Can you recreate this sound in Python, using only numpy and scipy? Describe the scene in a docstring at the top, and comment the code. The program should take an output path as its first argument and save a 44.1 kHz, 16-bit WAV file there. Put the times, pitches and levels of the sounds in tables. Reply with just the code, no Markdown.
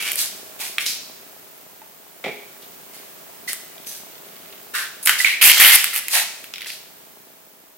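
"""Peeling foil lids off sauce cups

Plastic cups are opened close to a stereo microphone in a live room. The seal tears in stick-slip rips
that ring the cup; the lid snaps and swishes, the wall pops, fingers rub and skid, one cup is set down.
The loudest peaks clip the recorder. Under it all lie room noise and a faint electrical buzz."""
import sys
import numpy as np
from scipy import signal
from scipy.fft import rfft, irfft
from scipy.io import wavfile
from scipy.ndimage import map_coordinates

SR = 44100
rng = np.random.default_rng(int(sys.argv[2]) if len(sys.argv) > 2 else 0)


def log_audio(samples):
    """Write samples as a 16-bit WAV file to the path given in sys.argv[1]."""
    # one column per channel
    frames = np.atleast_2d(samples).T
    # limit to full scale, then quantise
    limited = np.clip(frames, -1, 1)
    pcm = np.round(limited * 32767).astype(np.int16)
    wavfile.write(sys.argv[1], SR, pcm)


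N = 342657
TIME_S = np.arange(N) / SR
CUP_REST_HZ = 2263  # cup pitch with its modes unshifted

# Room noise spectrum. Each row: frequency in Hz, gain in dB.
AIR_SPECTRUM = [(15, -93.5), (25, -38), (161, -4), (291, -4.5), (403, -7), (437, -7.5), (654, -5),
                (1500, -7), (5090, -11.5), (15800, -10.5)]
# Background level. Each row: time in seconds, gain in dB.
BACKGROUND_GAIN = [(0, -41.5), (2, -48.5), (2.7, -45), (4.5, -44.5), (7, -48), (7.77, -53)]
# Hum and whine. Each row: frequency in Hz, width in Hz, level in dB.
HUM_BANDS = [(402.4, 36, -11.5), (644, 47, -11), (12930, 85, -11.5)]
# Reverberation. Each row: frequency in Hz, T60 in seconds, level in dB, side gain in dB.
ROOM_BANDS = [(500, 0.5, 1, -7.5), (2104, 0.57, -0.5, -7), (5100, 0.65, 4, 0.5), (10460, 0.46, -4, -5)]
# Microphone pair width. Each row: frequency in Hz, side gain in dB.
MIC_WIDTH = [(1500, -2), (2800, -2.5), (4300, 7), (8000, -0.5)]

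# Cup modes: on the table, at the rim, in the hand. Each row: frequency in Hz, width in Hz, gain in dB.
TABLE_MODES = [(161, 62, 0.5), (291, 150, -1), (395, 40, 7), (470, 57, -3), (666, 64, 4.5),
               (910, 1000, -4.5)]
RIM_MODES = [(2070, 620, 11), (2340, 300, 15.5), (3530, 1030, -1)]
HELD_MODES = [(2106, 150, 15.5), (2490, 72, 2), (2460, 500, 5.5)]
# Held cup's pitch, which rises as the lid lifts. Each row: time in seconds, pitch in Hz.
CUP_PITCH = [(0, 2510), (0.8, 2300), (3.5, 2000), (4.75, 1575), (5.1, 1500), (5.25, 2160), (5.42, 2700),
             (5.52, 2224)]
# Spectra of foil sizzle, foil crack, friction and cup radiation. Each row: frequency in Hz, gain in dB.
SIZZLE_SPECTRUM = [(100, -33.5), (1200, -7), (3000, 3), (7000, -0.5), (10500, 4), (13000, 3), (16000, -7)]
CRACK_SPECTRUM = [(100, -33.5), (2000, -8), (5500, -13), (9000, -3), (13000, 2.5), (16000, -11)]
HISS_SPECTRUM = [(100, -34), (600, -19), (1500, -4.5), (3500, 1), (7000, 2), (10000, 7), (13500, 5.5),
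                 (16000, -3.5)]
CUP_RADIATION = [(100, -15), (500, -3), (900, -4.5), (1400, -1), (3100, 2.5), (4300, -2.5), (14000, 0)]

# Cup meets table. Each row: start in seconds, rim level in dB, thud level in dB, thud centre in Hz.
BUMPS = [(2.240, -39, -43, 640), (2.259, -43, -39, 380), (2.279, -43.5, -44.5, 380)]
# Grip shifts. Each row: start and end in seconds, level in dB, nominal ticks per second.
FIDGETS = [(3.673, 4.641, -54.5, 220), (6.543, 6.725, -38, 540)]
# Fingers on the cup. Each row: start and end in seconds, hiss level in dB, ring level in dB.
RUBS = [(0.631, 0.798, -33.5, -46), (0.791, 0.883, -28.5, -32), (2.922, 3.115, -44, -51),
        (3.472, 3.543, -25, -33.5), (4.735, 4.895, -26, -24), (5.061, 5.15, -18, -22),
        (5.177, 5.301, -21, -34.5), (5.241, 5.379, -25.5, -17)]
# Squeaky skids. Each row: start and end in seconds, hiss and squeak levels in dB, pitch in Hz,
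# squeak width as a share of pitch.
SKIDS = [(0.854, 0.995, -26, -24.5, 5000, 0.73), (2.309, 2.392, -50, -36, 2280, 0.043),
         (2.618, 2.69, -50, -47.5, 3400, 0.57), (3.859, 4.052, -32.5, -42.5, 6230, 0.073),
         (5.026, 5.083, -31.5, -30, 10600, 0.23), (5.053, 5.083, -28.5, -14.5, 10200, 0.21),
         (6.66, 6.82, -35, -36.5, 4310, 0.87)]
# Loose lid moves. Each row: peak time in seconds, hiss level in dB, flap level in dB.
SWISHES = [(0.192, -19.5, -59), (0.613, -29, -44.5), (6.122, -22, -45), (6.15, -16, -30)]
# Wall buckles. Each row: start in seconds, pitch in Hz, level in dB, T60 in seconds,
# left minus right in dB.
POPS = [(0.782, 1620, -8, 0.0097, -2), (1.817, 873, -35, 0.043, -2), (3.478, 2010, -22.5, 0.066, -5),
        (5.073, 1530, -13.5, 0.053, -1), (5.202, 1976, -8, 0.046, -5), (5.247, 2300, 0.5, 0.013, -23),
        (5.497, 2160, -4, 0.03, 3)]
# Lid and rim snaps. 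Each row: start in seconds, cup level in dB, crack level in dB, cup pitch in Hz.
SNAPS = [(0.1176, -29, -17.5, 3400), (0.132, -42, -24, 3000), (0.157, -46, -20, 2500),
         (0.603, -39, -33, 2400), (0.783, -14, -29, 2170), (0.8633, -20, -42, 5250),
         (1.818, -47, -60, 2100), (3.5313, -34, -20, 2190), (3.87, -44, -35, 2800),
         (5.0596, -29, -13, 1590), (5.0726, -10, -10.5, 1990), (5.094, -7, -10.5, 1780),
         (5.496, -13, -19, 3020), (5.517, -9, -14, 2600), (5.549, -30, -20, 2500),
         (5.572, -17.5, -20, 2220), (5.58, -27, -15, 2220), (5.5991, -15, -6, 2300), (5.648, -3, -10, 2130),
         (5.8427, -17.5, -12, 2030), (5.961, -23, -17, 2340), (6.0829, -25.5, -20.5, 2140),
         (6.4417, -34.5, -34.5, 2330), (6.538, -26.5, -43, 3100), (6.6602, -31.5, -42, 1670),
         (6.7022, -28.5, -38, 3140)]
# Seal tears. Each row: start and end in seconds, foil and cup levels in dB, foil treble gain in dB.
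RIPS = [(0, 0.117, -29.5, -27.5, -2), (5.412, 5.516, -9, -14, 2.5), (5.52, 5.597, -19.5, -48, -10),
        (5.596, 5.762, -9.5, -12, 4), (5.758, 5.816, -28, -36, 8), (5.93, 5.997, -23.5, -30, 4)]


def amp(db):
    return 10 ** (np.asarray(db) / 20)


def unit(x):
    """Scale to rms 1."""
    return x / np.sqrt(np.mean(x ** 2) + 1e-18)


def add(out, start_s, x):
    i = max(int(start_s * SR), 0)
    out[:, i:i + x.shape[-1]] += x[..., :N - i]


def panned(x, pan_db):
    """Pan by left minus right level."""
    return x * amp(np.array([[pan_db], [-pan_db]]) / 2)


def noise(n, side_db):
    """Mid/side stereo noise."""
    mid, side = rng.standard_normal((2, n))
    return unit(mid + amp(side_db) * np.array([side, -side]))


def wander(t, hz):
    """Random values, hz per second, joined by lines."""
    return np.interp(t * hz, np.arange(len(t)), rng.standard_normal(len(t)))


def decay(t, t60_s):
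    return np.exp(-np.log(1000) * t / t60_s)


def colour(x, spectrum, size=2048):
    """Minimum-phase filter through (Hz, dB) points."""
    hz, db = np.transpose(spectrum)
    log_hz = np.log(np.fft.rfftfreq(size, 1 / SR) + 1)
    cepstrum = irfft(np.log(amp(np.interp(log_hz, np.log(hz), db))))
    cepstrum[1:size // 2] *= 2
    cepstrum[size // 2 + 1:] = 0
    impulse = irfft(np.exp(rfft(cepstrum)))
    return signal.fftconvolve(x, impulse[None], axes=1)[:, :x.shape[1]]


def ring(x, hz, width_hz):
    """One resonance, unity gain at centre."""
    return signal.lfilter(*signal.iirpeak(hz, hz / width_hz, fs=SR), x)


def cluster(x, hz, width_hz):
    """Close modes as one steep band."""
    return ring(ring(x, hz, width_hz), hz, width_hz)


def modes(x, table, tuning=1):
    """Parallel resonances of alternating sign."""
    return sum((-1) ** k * amp(db) * ring(x, hz * tuning, width_hz)
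               for k, (hz, width_hz, db) in enumerate(table))


def cup_hz(time_s):
    return np.interp(time_s, *np.transpose(CUP_PITCH))


def slips(n, rate_hz, scatter_db, slip_s, side_db):
    """Stick-slip friction: uneven releases, each a tiny noise burst."""
    gap, size = rng.standard_normal((n, 2)).T
    onsets = np.cumsum(np.exp(.6 * gap)) * SR / rate_hz
    inside = onsets < n
    energy = amp(scatter_db * np.clip(size[inside], -2, 2)) ** 2
    kicks = np.bincount(onsets[inside].astype(int), energy, n)
    power = signal.lfilter([1], [1, -np.exp(-2 / (slip_s * SR))], kicks)
    return unit(np.sqrt(power) * noise(n, side_db))


def buzz(hz, phase_cycles, burst_s, side_db, spectrum):
    """Electrical interference: evenly repeating noise bursts."""
    offset_s = ((TIME_S * hz - phase_cycles + .5) % 1 - .5) / hz
    gate = np.exp(-(offset_s / burst_s) ** 2)
    return unit(colour(noise(N, side_db) * gate, spectrum))


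def background(buzz_hz=59.94):
    """Room noise, hum and a treble fizz; lower ticks and flutter at half the fizz rate."""
    air = unit(colour(noise(N, 0), AIR_SPECTRUM))
    air = colour(air, [(9000, 1.8), (13000, 1.6), (16000, 8.7)])
    hum = sum(amp(db) * unit(ring(noise(N, -0.98), hz, width_hz)) for hz, width_hz, db in HUM_BANDS)
    fizz = buzz(buzz_hz, 0.62, 0.00097, -0.5, [(9000, -39.5), (12000, -1), (14200, 13), (16000, -22.5)])
    tick = buzz(buzz_hz / 2, 0.567, 0.0011, -1, [(500, -20), (2000, -4), (10000, -4)])
    flutter = buzz(buzz_hz / 2, 0.929, 0.0013, -24,
                   [(60, -22), (200, 1.5), (750, 0.5), (1600, -12.5), (5000, -32.5)])
    total = air + hum + amp(-7) * fizz + amp(-17) * tick + amp(-11) * flutter
    return total * amp(np.interp(TIME_S, *np.transpose(BACKGROUND_GAIN)))


def room(x, wet_db=-4, late_db=-26, late_t60_s=1.74, build_s=0.00073, early_db=-2, early_s=0.0045):
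    """Early table reflections, then dense ones decaying by band over a faint longer tail."""
    t = np.arange(int(1.5 * SR)) / SR
    log_hz = np.log(np.fft.rfftfreq(len(t), 1 / SR) + 1)
    log_centres = np.log(np.array(ROOM_BANDS)[:, 0])
    tail = 0
    for (_, t60_s, db, side_db), selector in zip(ROOM_BANDS, np.eye(len(ROOM_BANDS))):
        share = np.interp(log_hz, log_centres, selector)
        band = irfft(rfft(noise(len(t), side_db)) * np.sqrt(share), len(t))
        tail = tail + amp(db) * band * (decay(t, t60_s) + amp(late_db) * decay(t, late_t60_s))
    build = 1 - np.exp(-t / build_s)
    early_boost = 1 + amp(early_db) * np.exp(-t / early_s)
    impulse = unit(tail * build * early_boost) / np.sqrt(len(t))
    return amp(wet_db) * signal.fftconvolve(x.mean(axis=0)[None], impulse, axes=1)[:, :N]


def microphones(x):
    """Stereo pair: hands slightly right, widest in the low treble."""
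    mid = x.mean(axis=0)
    side = colour((x[:1] - x[1:]) / 2, MIC_WIDTH)[0]
    return panned(np.array([mid + side, mid - side]), pan_db=-1)


def set_down(contact_s=0.018, thud_s=0.01):
    """A full cup clacks on one edge and rocks flat, thudding lower as contact grows."""
    out, t = np.zeros((2, N)), np.arange(SR // 4) / SR
    thud_band = signal.butter(2, [100, 950], "bandpass", fs=SR, output="sos")
    for start_s, rim_db, thud_db, thud_hz in BUMPS:
        rim = modes(np.exp(-t / contact_s) * noise(len(t), -5), RIM_MODES)
        rim = colour(rim, CUP_RADIATION)
        rim = colour(rim, [(3800, 3), (5000, 1.5)])  # sauce damps the treble
        thud = modes(np.exp(-t / thud_s) * noise(len(t), -19), TABLE_MODES)
        thud = signal.sosfilt(thud_band, ring(thud, thud_hz, thud_hz))
        add(out, start_s, amp(rim_db) * unit(rim) + amp(thud_db) * unit(thud))
    return out


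def fidgets(foil_db=-19, width_hz=2600):
    """Stray ticks of nails and foil: part cup ring, part crackle."""
    out = np.zeros((2, N))
    for start_s, end_s, db, rate_hz in FIDGETS:
        ticks = slips(int((end_s - start_s) * SR), rate_hz, scatter_db=9.5, slip_s=0.00214, side_db=-3)
        cup = cluster(ticks, CUP_REST_HZ, width_hz)
        add(out, start_s, amp(db) * unit(colour(cup + amp(foil_db) * ticks, HISS_SPECTRUM)))
    return out


def slide(rise_s, length_s, hiss_db, tilt_db_per_octave, rings, width_ratio=0.37):
    """Friction grains swell and fade, hissing and exciting the (Hz, dB) rings."""
    t = np.arange(int(max(length_s, .01) * SR)) / SR
    *ring_grains, hiss_grains = [slips(len(t), rate_hz=2000, scatter_db=-1, slip_s=0.00034, side_db=-2)
                                 for _ in range(len(rings) + 1)]
    spectrum = [(hz, db + tilt_db_per_octave * np.log2(max(hz, 4000))) for hz, db in HISS_SPECTRUM]
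    hiss = unit(colour(hiss_grains, spectrum))
    body = sum(amp(db) * unit(cluster(grains, hz, hz * width_ratio))
               for grains, (hz, db) in zip(ring_grains, rings))
    speed = np.interp(t, [0, rise_s, length_s], [0, 1, 0])
    return speed * (amp(hiss_db) * hiss + body)


def rubs(rise_s=0.0167, tilt_db_per_octave=-2.5, rim_hz=2550, edge_hz=3700):
    """A finger catches and slides to rest, ringing the cup's body, rim and edge."""
    out = np.zeros((2, N))
    for start_s, end_s, hiss_db, ring_db in RUBS:
        rings = [(cup_hz(start_s + rise_s), ring_db), (rim_hz, ring_db - 7), (edge_hz, ring_db - 12)]
        add(out, start_s, slide(rise_s, end_s - start_s, hiss_db, tilt_db_per_octave, rings))
    return out


def skids(rise_share=0.062, sag_share=0.071, neutral_hz=5970):
    """Fingertip on foil, or cup on table: hiss, and a squeak that sags as the skid slows."""
    out = np.zeros((2, N))
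    for start_s, end_s, hiss_db, squeak_db, hz, width_ratio in SKIDS:
        length_s = max(end_s - start_s, .01)
        tilt_db_per_octave = 4 * np.log2(hz / neutral_hz)  # higher squeak, brighter hiss
        hiss = slide(rise_share * length_s, length_s, hiss_db, tilt_db_per_octave, rings=[])
        progress = np.linspace(0, 1, hiss.shape[1])
        steady = unit(cluster(rng.standard_normal(len(progress)), hz, hz * width_ratio))
        squeak = map_coordinates(steady, [np.cumsum(1 - sag_share * progress)], mode="mirror")
        envelope = np.interp(progress, [0, rise_share, 1], [0, 1, 0]) ** 2
        add(out, start_s, hiss + amp(squeak_db) * squeak * envelope)
    return out


def swishes(rise_s=0.028, fall_s=0.11, tilt_db_per_octave=-1.5, flap_hz=900):
    """The loose foil lid swishes and flaps as it comes free or is laid aside; the cup rings."""
    out = np.zeros((2, N))
    for peak_s, hiss_db, flap_db in SWISHES:
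        rings = [(flap_hz, flap_db), (cup_hz(peak_s), flap_db + 10.5)]
        swish = slide(rise_s, rise_s + fall_s, hiss_db, tilt_db_per_octave, rings, width_ratio=0.77)
        add(out, peak_s - rise_s, swish)
    return out


def pops(push_s=0.00042):
    """The thin cup wall springs through and rings at one pitch."""
    out, t = np.zeros((2, N)), np.arange(SR // 8) / SR
    for start_s, hz, db, t60_s, pan_db in POPS:
        envelope = (1 - np.exp(-t / push_s)) * decay(t, t60_s)
        add(out, start_s, panned(amp(db) * envelope * np.sin(2 * np.pi * hz * t), pan_db))
    return out


def snaps(burst_s=0.00072, settle_db=-31, settle_s=0.028, size=2048):
    """A crease flips: the foil cracks, the cup rings, both settle in a soft crinkle."""
    out, t = np.zeros((2, N)), np.arange(size) / SR
    envelope = t / burst_s * np.exp(-1.5 * t / burst_s) + amp(settle_db) * np.exp(-t / settle_s)
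    onset_gain = np.sqrt(0.0044 * SR / size)  # levels refer to the first few ms
    for start_s, cup_db, crack_db, hz in SNAPS:
        cup = unit(colour(cluster(envelope * noise(size, -11), hz, width_hz=hz), CUP_RADIATION))
        crack = unit(colour(envelope * noise(size, -10), CRACK_SPECTRUM))
        add(out, start_s, onset_gain * (amp(cup_db) * cup + amp(crack_db) * crack))
    return out


def foil_sizzle(tear, t, treble_db, swell_s=0.0052, width_hz=3500, wander_db=3, wander_hz=25):
    """Lifted foil sizzles; its resonances swell and shrink as the flap changes shape."""
    spectrum = [(hz, db + treble_db * (hz > 8000)) for hz, db in SIZZLE_SPECTRUM]
    sizzle = colour(tear * (1 - np.exp(-t / swell_s)), spectrum)
    flexing = sum(ring(sizzle, hz, width_hz) * (amp(wander_db * wander(t, wander_hz)) - 1)
                  for hz in (5780, 10050, 13800))
    return unit(sizzle + flexing)


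def rips(edge_s=0.0015, jerk_db=0.7, jerk_hz=170, wall_db=-3, fade_db_per_s=43.5):
    """Glue lets go in dense slips that drive foil and cup; the cup crossfades from start to end pitch."""
    out = np.zeros((2, N))
    for start_s, end_s, foil_db, cup_db, treble_db in RIPS:
        length_s = max(end_s - start_s, .01)
        t = np.arange(int((length_s + 0.051) * SR)) / SR
        rate_hz = 1700 * (length_s / 0.12) ** 1.5  # long tears run smoothly, short ones stutter
        pull = np.clip(np.minimum(t, length_s + edge_s - t) / edge_s, 0, 1)
        tear = slips(len(t), rate_hz, scatter_db=1.5, slip_s=0.00084, side_db=-6.5)
        tear = tear * pull * amp(jerk_db * wander(t, jerk_hz))
        early, late = (modes(tear, HELD_MODES, cup_hz(s) / CUP_REST_HZ) for s in (start_s, end_s))
        opened = np.minimum(t / length_s, 1)
        body = unit((1 - opened) * early + opened * late)
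        walls = amp(wall_db) * unit(cluster(tear, cup_hz(start_s), width_hz=3000))
        cup = unit(colour(body + walls, CUP_RADIATION))
        # The tear runs away from the cup's corner and drives it less.
        drive = amp(cup_db - fade_db_per_s * t + jerk_db * wander(t, jerk_hz))
        foil = amp(foil_db) * foil_sizzle(tear, t, treble_db)
        add(out, start_s, np.sqrt(pull.mean()) * (foil + drive * cup))
    return out


def scene(table_send_db=1):
    """Direct sound, separate reflections for each group, and background."""
    hands = [snaps() + pops(), rips(), rubs() + fidgets(), skids() + swishes()]
    table = set_down()
    reflections = sum(room(group) for group in hands) + amp(table_send_db) * room(table)
    return microphones(sum(hands) + table) + reflections + panned(background(), pan_db=-0.5)


def record(dry):
    """The recorder clips at full scale, then low-passes."""
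    lowpass = signal.ellip(10, .1, 70, 15900, fs=SR, output="sos")
    return signal.sosfilt(lowpass, np.clip(dry, -1, 1))


dry = scene()
out = record(dry)
log_audio(out)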